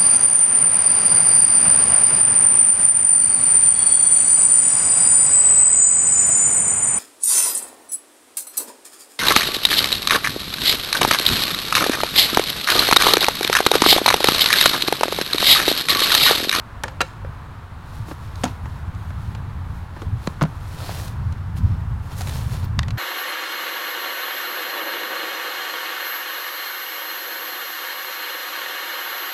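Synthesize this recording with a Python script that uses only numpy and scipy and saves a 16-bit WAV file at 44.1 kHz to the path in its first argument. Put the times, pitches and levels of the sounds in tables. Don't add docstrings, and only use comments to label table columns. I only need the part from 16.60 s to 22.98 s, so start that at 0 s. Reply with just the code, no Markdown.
import sys
import numpy as np
from scipy import signal
from scipy.fft import rfft, irfft, next_fast_len
from scipy.io import wavfile
from scipy.ndimage import uniform_filter1d

SR = 44100
rng = np.random.default_rng(int(sys.argv[2]) if len(sys.argv) > 2 else 0)


def wav_record(signal):
    frames = np.transpose(np.atleast_2d(signal))
    bounded = np.clip(frames, -1, 1)
    quanta = np.round(bounded * 32767).astype(np.int16)
    wavfile.write(sys.argv[1], SR, quanta)


N = 281337
TIME = np.arange(N) / SR


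def undb(db):
    return 10 ** (np.asarray(db) / 20)


def unit(x):
    return x / np.sqrt(np.mean(x ** 2))


def curves(table):
    times, *columns = np.transpose(table)
    return [np.interp(TIME, times, column) for column in columns]


def eq(x, points):
    hz, db = np.transpose(points)
    size = next_fast_len(len(x) + SR // 2)
    bins = np.maximum(np.fft.rfftfreq(size, 1 / SR), 1)
    gain = undb(np.interp(np.log(bins), np.log(hz), db))
    return irfft(rfft(x, size) * gain, size)[:len(x)]


def colour(x, points):
    return unit(eq(x, points))


def butter(x, hz, kind, order=2):
    return signal.sosfilt(signal.butter(order, min(hz, SR / 2 - 1000), kind, fs=SR, output="sos"), x)


def wander(rate_hz):
    knots = rng.standard_normal(int(N / SR * rate_hz) + 2)
    return np.interp(TIME * rate_hz, np.arange(len(knots)), knots)


def swell(middle, length, edge_db, roundness):
    return undb(-np.minimum(edge_db * np.abs(2 * (TIME - middle) / length) ** roundness, 120))


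# t/s, level/dB
BREEZE_LEVEL = [(0, -41.5), (.35, -36.5), (1.0, -38.5), (1.55, -35.5), (1.8, -31.5), (1.95, -34),
                (2.6, -28.5), (3.2, -30.5), (3.3, -36.5), (3.95, -33), (4.1, -30), (4.48, -30), (5.35, -24),
                (5.48, -33), (5.62, -25.5), (6.38, -23.5)]
# middle t/s, length/s, level/dB
WIND_GUSTS = [(0.675, 0.13, -31), (1.41, 0.12, -30), (2.075, 0.11, -30), (2.281, 0.061, -28),
              (3.517, 0.16, -21.5), (4.67, 0.19, -22.5), (5.06, 0.21, -16.5), (6.054, 0.065, -23),
              (6.19, 0.05, -19)]
# f/Hz, level/dB
EDDY_TONE = [(12, -36), (25, -24), (45, -14.5), (65, -5), (83, 1), (105, -1), (135, -6.5), (170, -12.5),
             (230, -22), (330, -36), (600, -52), (2000, -85)]
# f/Hz, level/dB
SUB_TONE = [(10, -10), (25, -5), (45, -1), (70, 1.5), (120, -10.5), (400, -59)]


def wind():
    breeze_db, = curves(BREEZE_LEVEL)
    gust_power = sum((undb(db) * swell(middle, length, edge_db=14.5, roundness=2.4)) ** 2
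                     for middle, length, db in WIND_GUSTS)
    wind_db = 10 * np.log10(undb(breeze_db) ** 2 + gust_power)
    eddies = colour(rng.standard_normal(N), EDDY_TONE)
    eddy_rms = np.sqrt(uniform_filter1d(eddies ** 2, size=SR // 10))
    sub = colour(rng.standard_normal(N), SUB_TONE) * undb(0.46 * wind_db - 22)
    return eddies / eddy_rms * undb(wind_db) + sub


# f/Hz, level/dB
PARK_TONE = [(100, -3.5), (250, 0.5), (380, -5), (600, -5.5), (950, 1.5), (1300, -1), (1700, -6),
             (2200, -12.5), (3500, -20.5), (6000, -28.5), (10000, -31.5), (16000, -36.5)]


def park(level_db=-43):
    return colour(rng.standard_normal(N), PARK_TONE) * undb(level_db + .5 * wander(rate_hz=3.76))


def blow(modes, contact_hz, focus_hz, length, ring_db, chatter_db, chatter_t60, others_db):
    t = np.arange(SR // 4) / SR
    fade = -np.log(1000) * t
    chatter = rng.standard_normal(len(t)) * np.exp(fade / (chatter_t60 * length))
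    force = undb(chatter_db) * length * chatter / np.linalg.norm(chatter)
    force[0] -= 1
    softened = butter(butter(force, contact_hz, "low", order=1), contact_hz, "low", order=1)
    tick = butter(softened, 380, "high")
    hz, db, t60 = np.transpose(modes)[:, :, None]
    jitter_db, detune = rng.standard_normal((len(modes), 2)).T[:, :, None]
    drive = undb(others_db) + np.exp(-(np.log2(hz / focus_hz) / 0.053) ** 2)
    drive /= 1 + (hz / (2.0 * contact_hz)) ** 2
    partials = np.sin(2 * np.pi * hz * (1 + 0.011 * detune) * t) * np.exp(fade / (t60 * length))
    polarity = (-1) ** np.arange(len(modes))[:, None]
    ring = np.sum(polarity * drive * undb(db + jitter_db) * partials, axis=0)
    ring = np.interp(t - 0.001552, t, ring, left=0)
    hit = unit(tick) + undb(ring_db) * unit(ring)
    return hit * np.sqrt(.005 * SR) / np.linalg.norm(hit)


def impacts(table, modes, chatter_db, chatter_t60, others_db):
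    out = np.zeros(N + SR)
    for at, db, *touch in table:
        hit = undb(db) * blow(modes, *touch, chatter_db, chatter_t60, others_db)
        start = int(at * SR)
        out[start:start + len(hit)] += hit
    return butter(out[:N], 33, "high")


# f/Hz, level/dB, t60/s
DISC_MODES = [(529, 7, 0.059), (720, -14, 0.11), (899, 0, 0.063), (950, 4, 0.047), (1385, 5, 0.059),
              (1674, 16, 0.029), (1858, 6, 0.075), (2200, 7, 0.063), (2460, 10, 0.042), (2750, -1, 0.042),
              (3140, -15, 0.059), (3560, -18, 0.036), (3990, 7.5, 0.019), (4350, -2, 0.028),
              (5160, -9, .035), (6600, 0, 0.026), (7450, -10, 0.014), (8900, -6, 0.025)]
# t/s, pre-EQ level/dB, brightness/Hz, favoured mode/Hz, decay/x, ring over tick/dB
DISC_CLACKS = [(.2362, -18, 9500, 870, 0.48, 2), (.2395, -20.5, 2000, 1600, .75, 8),
               (.2465, -27, 700, 540, 5.2, -4.5), (.2815, -27, 3200, 877, 0.81, -3),
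               (.4061, -10.5, 3200, 1378, 0.94, 1), (.4098, -14.5, 2800, 2745, 1.05, 7),
               (.4128, -17, 1200, 718, .5, -1.5), (.4152, -13, 7400, 1378, 0.52, 3.5),
               (.4160, -23, 4000, 4045, 1.6, 19), (.4240, -25, 700, 540, 1.3, 10),
               (.6465, -28, 546, 557, 0.46, 13), (1.8360, -30, 9000, 6700, 0.55, -9),
               (1.8405, -20, 9100, 6560, 0.6, -3), (1.8525, -30.5, 7000, 6700, 0.37, -7),
               (2.7497, -32.5, 3000, 870, .7, -1), (3.6730, -24, 4170, 4080, 0.31, -3.5)]


def clacks():
    return impacts(DISC_CLACKS, DISC_MODES, chatter_db=8, chatter_t60=0.042, others_db=-23.5)


def grains(rate_hz, spread_db):
    slips = rng.random(N) < rate_hz / SR
    return slips * rng.standard_normal(N) * undb(spread_db * np.minimum(rng.exponential(size=N), 5))


def through_disc(slips, width_hz, direct):
    body = sum(signal.lfilter(*signal.iirpeak(hz, hz / width_hz, fs=SR), slips)
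               for hz, _, _ in DISC_MODES)
    return unit(body) + direct * unit(slips)


# t/s, level/dB, t60/s
SETTLE_TAILS = [(0.244, -44.5, 0.4), (.425, -42, 0.44)]


def settling():
    envelope = sum((TIME > at) * undb(db - 60 * np.abs(TIME - at) / t60) for at, db, t60 in SETTLE_TAILS)
    buzz = through_disc(grains(rate_hz=3800, spread_db=-3.0), width_hz=100, direct=0.76)
    dulled = butter(buzz, 3700, "low", order=1)
    return envelope * unit(butter(dulled, 400, "high"))


# t/s, peak level/dB, f/Hz, t60/s
ZIPPER_TINKS = [(.311, -52, 12700, .03), (6.045, -42, 14300, 0.056)]


def zipper():
    out = np.zeros(N)
    for at, db, hz, t60 in ZIPPER_TINKS:
        t = TIME[:N - int(at * SR)]
        envelope = undb(db - np.minimum(60 * t / t60, 200))
        out[N - len(t):] += envelope * np.sin(2 * np.pi * hz * t)
    return out


# middle t/s, length/s, hiss level/dB, scrape over hiss before its boost/dB
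SLIDE_STROKES = [(1.366, 0.24, -57, 2.5), (1.507, 0.075, -49.5, 0.5), (1.647, .22, -58, 3.5),
                 (1.85, 0.18, -50, 2), (2.135, 0.28, -60, 0.5), (2.45, 0.23, -60, 1),
                 (2.657, 0.23, -59, 2.5), (3.158, 0.21, -60, -3), (3.413, .15, -59, 6),
                 (3.66, .14, -52, 1.5), (3.84, 0.45, -61.5, 2), (4.127, 0.37, -53.5, -2),
                 (4.26, 0.23, -44.5, 2), (4.377, 0.23, -42.5, 0.5), (4.432, 0.083, -46.5, -8),
                 (4.717, 0.45, -70, 11.5), (4.98, 0.032, -47, 1), (5.102, 0.21, -64, 10),
                 (5.47, .1, -56, -2), (5.523, 0.048, -49.5, 4.5), (5.603, 0.078, -41, -7),
                 (5.736, 0.27, -42, 0.5), (5.948, .14, -45, 1), (6.039, .07, -53.5, 7)]
# f/Hz, level/dB
WEAVE_TONE = [(2500, -4), (5000, -0.5), (7000, 0.5), (7900, -2), (10000, -0.5), (13000, -2.5), (16000, -8)]
# f/Hz, level/dB
SCRAPE_TONE = [(150, 21), (400, 10), (800, 5), (1100, 6), (1500, 3.5), (2300, 0.5), (3500, 2.5),
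               (4400, 1.5), (5800, -2), (8000, -21), (14000, -26)]


def sliding(scrape_boost_db=4.0):
    hiss_power = scrape_power = 0
    for middle, length, hiss_db, scrape_db in SLIDE_STROKES:
        push = undb(hiss_db) * swell(middle, length, edge_db=8.5, roundness=1.65)
        hiss_power += push ** 2
        scrape_power += (push * undb(scrape_db)) ** 2
    grip = wander(rate_hz=60)
    weave = colour(grains(rate_hz=14000, spread_db=1.0), WEAVE_TONE)
    hiss = weave * np.sqrt(hiss_power) * undb(1.6 * grip)
    slips = through_disc(grains(rate_hz=3500, spread_db=1.5), width_hz=260, direct=0.56)
    scrape = colour(slips, SCRAPE_TONE) * np.sqrt(scrape_power) * undb(0.76 * grip + scrape_boost_db)
    return hiss + scrape


# f/Hz, level/dB, t60/s
BAG_MODES = [(157.2, -16.5, 0.14), (179.2, 4, 0.09), (256, -2, 0.11), (307.5, 1.5, .06), (442, -16, 0.22),
             (726.6, -4, 0.082), (788, -9, 0.022), (891, -12.5, 0.06), (1347, 8, 0.018), (1630, -17, 0.044)]
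# t/s, pre-EQ level/dB, brightness/Hz, favoured mode/Hz, decay/x, ring over tick/dB
BAG_BUMPS = [(1.4850, -32, 1200, 313, 0.95, 4), (1.5130, -24.5, 1200, 322, 1, -1),
             (1.8362, -15.5, 1900, 246.5, 0.65, 4), (1.8385, -14.5, 1800, 729, 0.52, 6),
             (1.8528, -20.5, 2500, 238, 1.8, 4), (1.8600, -24.5, 2200, 902, 0.83, 16),
             (1.8790, -31.5, 3000, 314, 1.4, -2), (2.0570, -30.5, 2000, 910, 0.83, 2.5),
             (2.5060, -34.5, 890, 490, 0.47, -3), (3.3645, -32, 700, 890, 1.5, -10),
             (3.4195, -28, 1400, 312, 0.82, -1), (3.4278, -33.5, 800, 455, .35, 10),
             (3.6745, -15, 800, 186, 0.39, 1), (3.8116, -19, 2000, 1273, 0.31, 8),
             (3.8182, -7, 1410, 160, 0.89, 8), (3.8272, -28, 12200, 188, 0.53, -17),
             (3.8372, -13.5, 1000, 171, 0.61, 5), (3.8521, -27, 1200, 243, 1, -4),
             (4.2920, -24.5, 1600, 750, 0.21, 10), (5.6070, -28.5, 1600, 730, 1, 2)]


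def bumps():
    return impacts(BAG_BUMPS, BAG_MODES, chatter_db=5, chatter_t60=0.05, others_db=-30.0)


# t/s, pre-EQ level/dB
RIM_SNAGS = [(1.7565, -39), (2.3495, -47), (3.4186, -42), (4.48, -36), (4.7240, -39.5), (5.609, -29),
             (5.6170, -29.5), (5.6725, -30.5), (5.6945, -30)]


def snags(contact_hz=8450, focus_hz=4045, length=0.94, ring_db=-5):
    hits = [(at, db, contact_hz, focus_hz, length, ring_db) for at, db in RIM_SNAGS]
    return impacts(hits, DISC_MODES, chatter_db=6, chatter_t60=0.023, others_db=-12)


# t/s, f/Hz, level/dB
POCKET_SWEEP = [(4.05, 3700, -64), (4.2, 3900, -54), (4.29, 4350, -45), (4.35, 5000, -54),
                (4.46, 5300, -78)]


def pocket():
    hz, db = curves(POCKET_SWEEP)
    noise = unit(butter(rng.standard_normal(N), 580, "low"))
    carrier = np.sqrt(2) * np.cos(2 * np.pi * np.cumsum(hz) / SR)
    return noise * carrier * undb(db)


# t/s, pre-EQ level/dB, brightness/Hz, favoured mode/Hz, decay/x, ring over tick/dB
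HAND_TAPS = [(6.1913, -18, 3400, 1840, .22, -6), (6.1924, -19, 3680, 2745, 0.29, -18),
             (6.2315, -26.5, 3500, 1860, 0.42, 1), (6.2830, -29, 4000, 880, .6, -10),
             (6.3068, -30, 4550, 4020, 0.49, -8), (6.3740, -27, 1800, 1644, 0.96, 7)]
# f/Hz, gain/dB
GRIP_EQ = [(400, -3), (900, -2.5), (1500, -2.5), (3000, 2.5), (4500, 2.5), (6500, -2), (11000, -0.5)]


def taps():
    return eq(impacts(HAND_TAPS, DISC_MODES, chatter_db=7.5, chatter_t60=0.046, others_db=-13), GRIP_EQ)


def surroundings(x, wet_db, t60, dull_hz):
    t = np.arange(SR // 2) / SR
    onset = 1 - np.exp(-t / 0.0012)
    scatter = rng.standard_normal(len(t)) * np.exp(-np.log(1000) * t / t60) * onset
    scatter = butter(scatter, dull_hz, "low", order=1)
    return x + undb(wet_db) * signal.fftconvolve(x, scatter / np.linalg.norm(scatter))[:N]


# f/Hz, gain/dB
PLASTIC_EQ = [(150, 1.5), (250, 1), (400, -1), (650, -1.5), (1000, -0.5), (1600, -1), (2200, -4),
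              (3000, -2.5), (4200, -2), (5500, -2.5), (6900, -1), (7900, -2.5), (10500, -4.5), (16000, -4)]


def scene():
    hits = eq(clacks() + bumps() + snags() + taps(), PLASTIC_EQ)
    hits = surroundings(hits, wet_db=-23.5, t60=0.27, dull_hz=6300)
    return (hits + settling() + zipper() + sliding() + pocket() + wind() + park())[None, :]


def record(dry):
    return signal.sosfilt(signal.ellip(10, .2, 70, 15900, fs=SR, output="sos"), dry)


dry = scene()
out = record(dry)
wav_record(out)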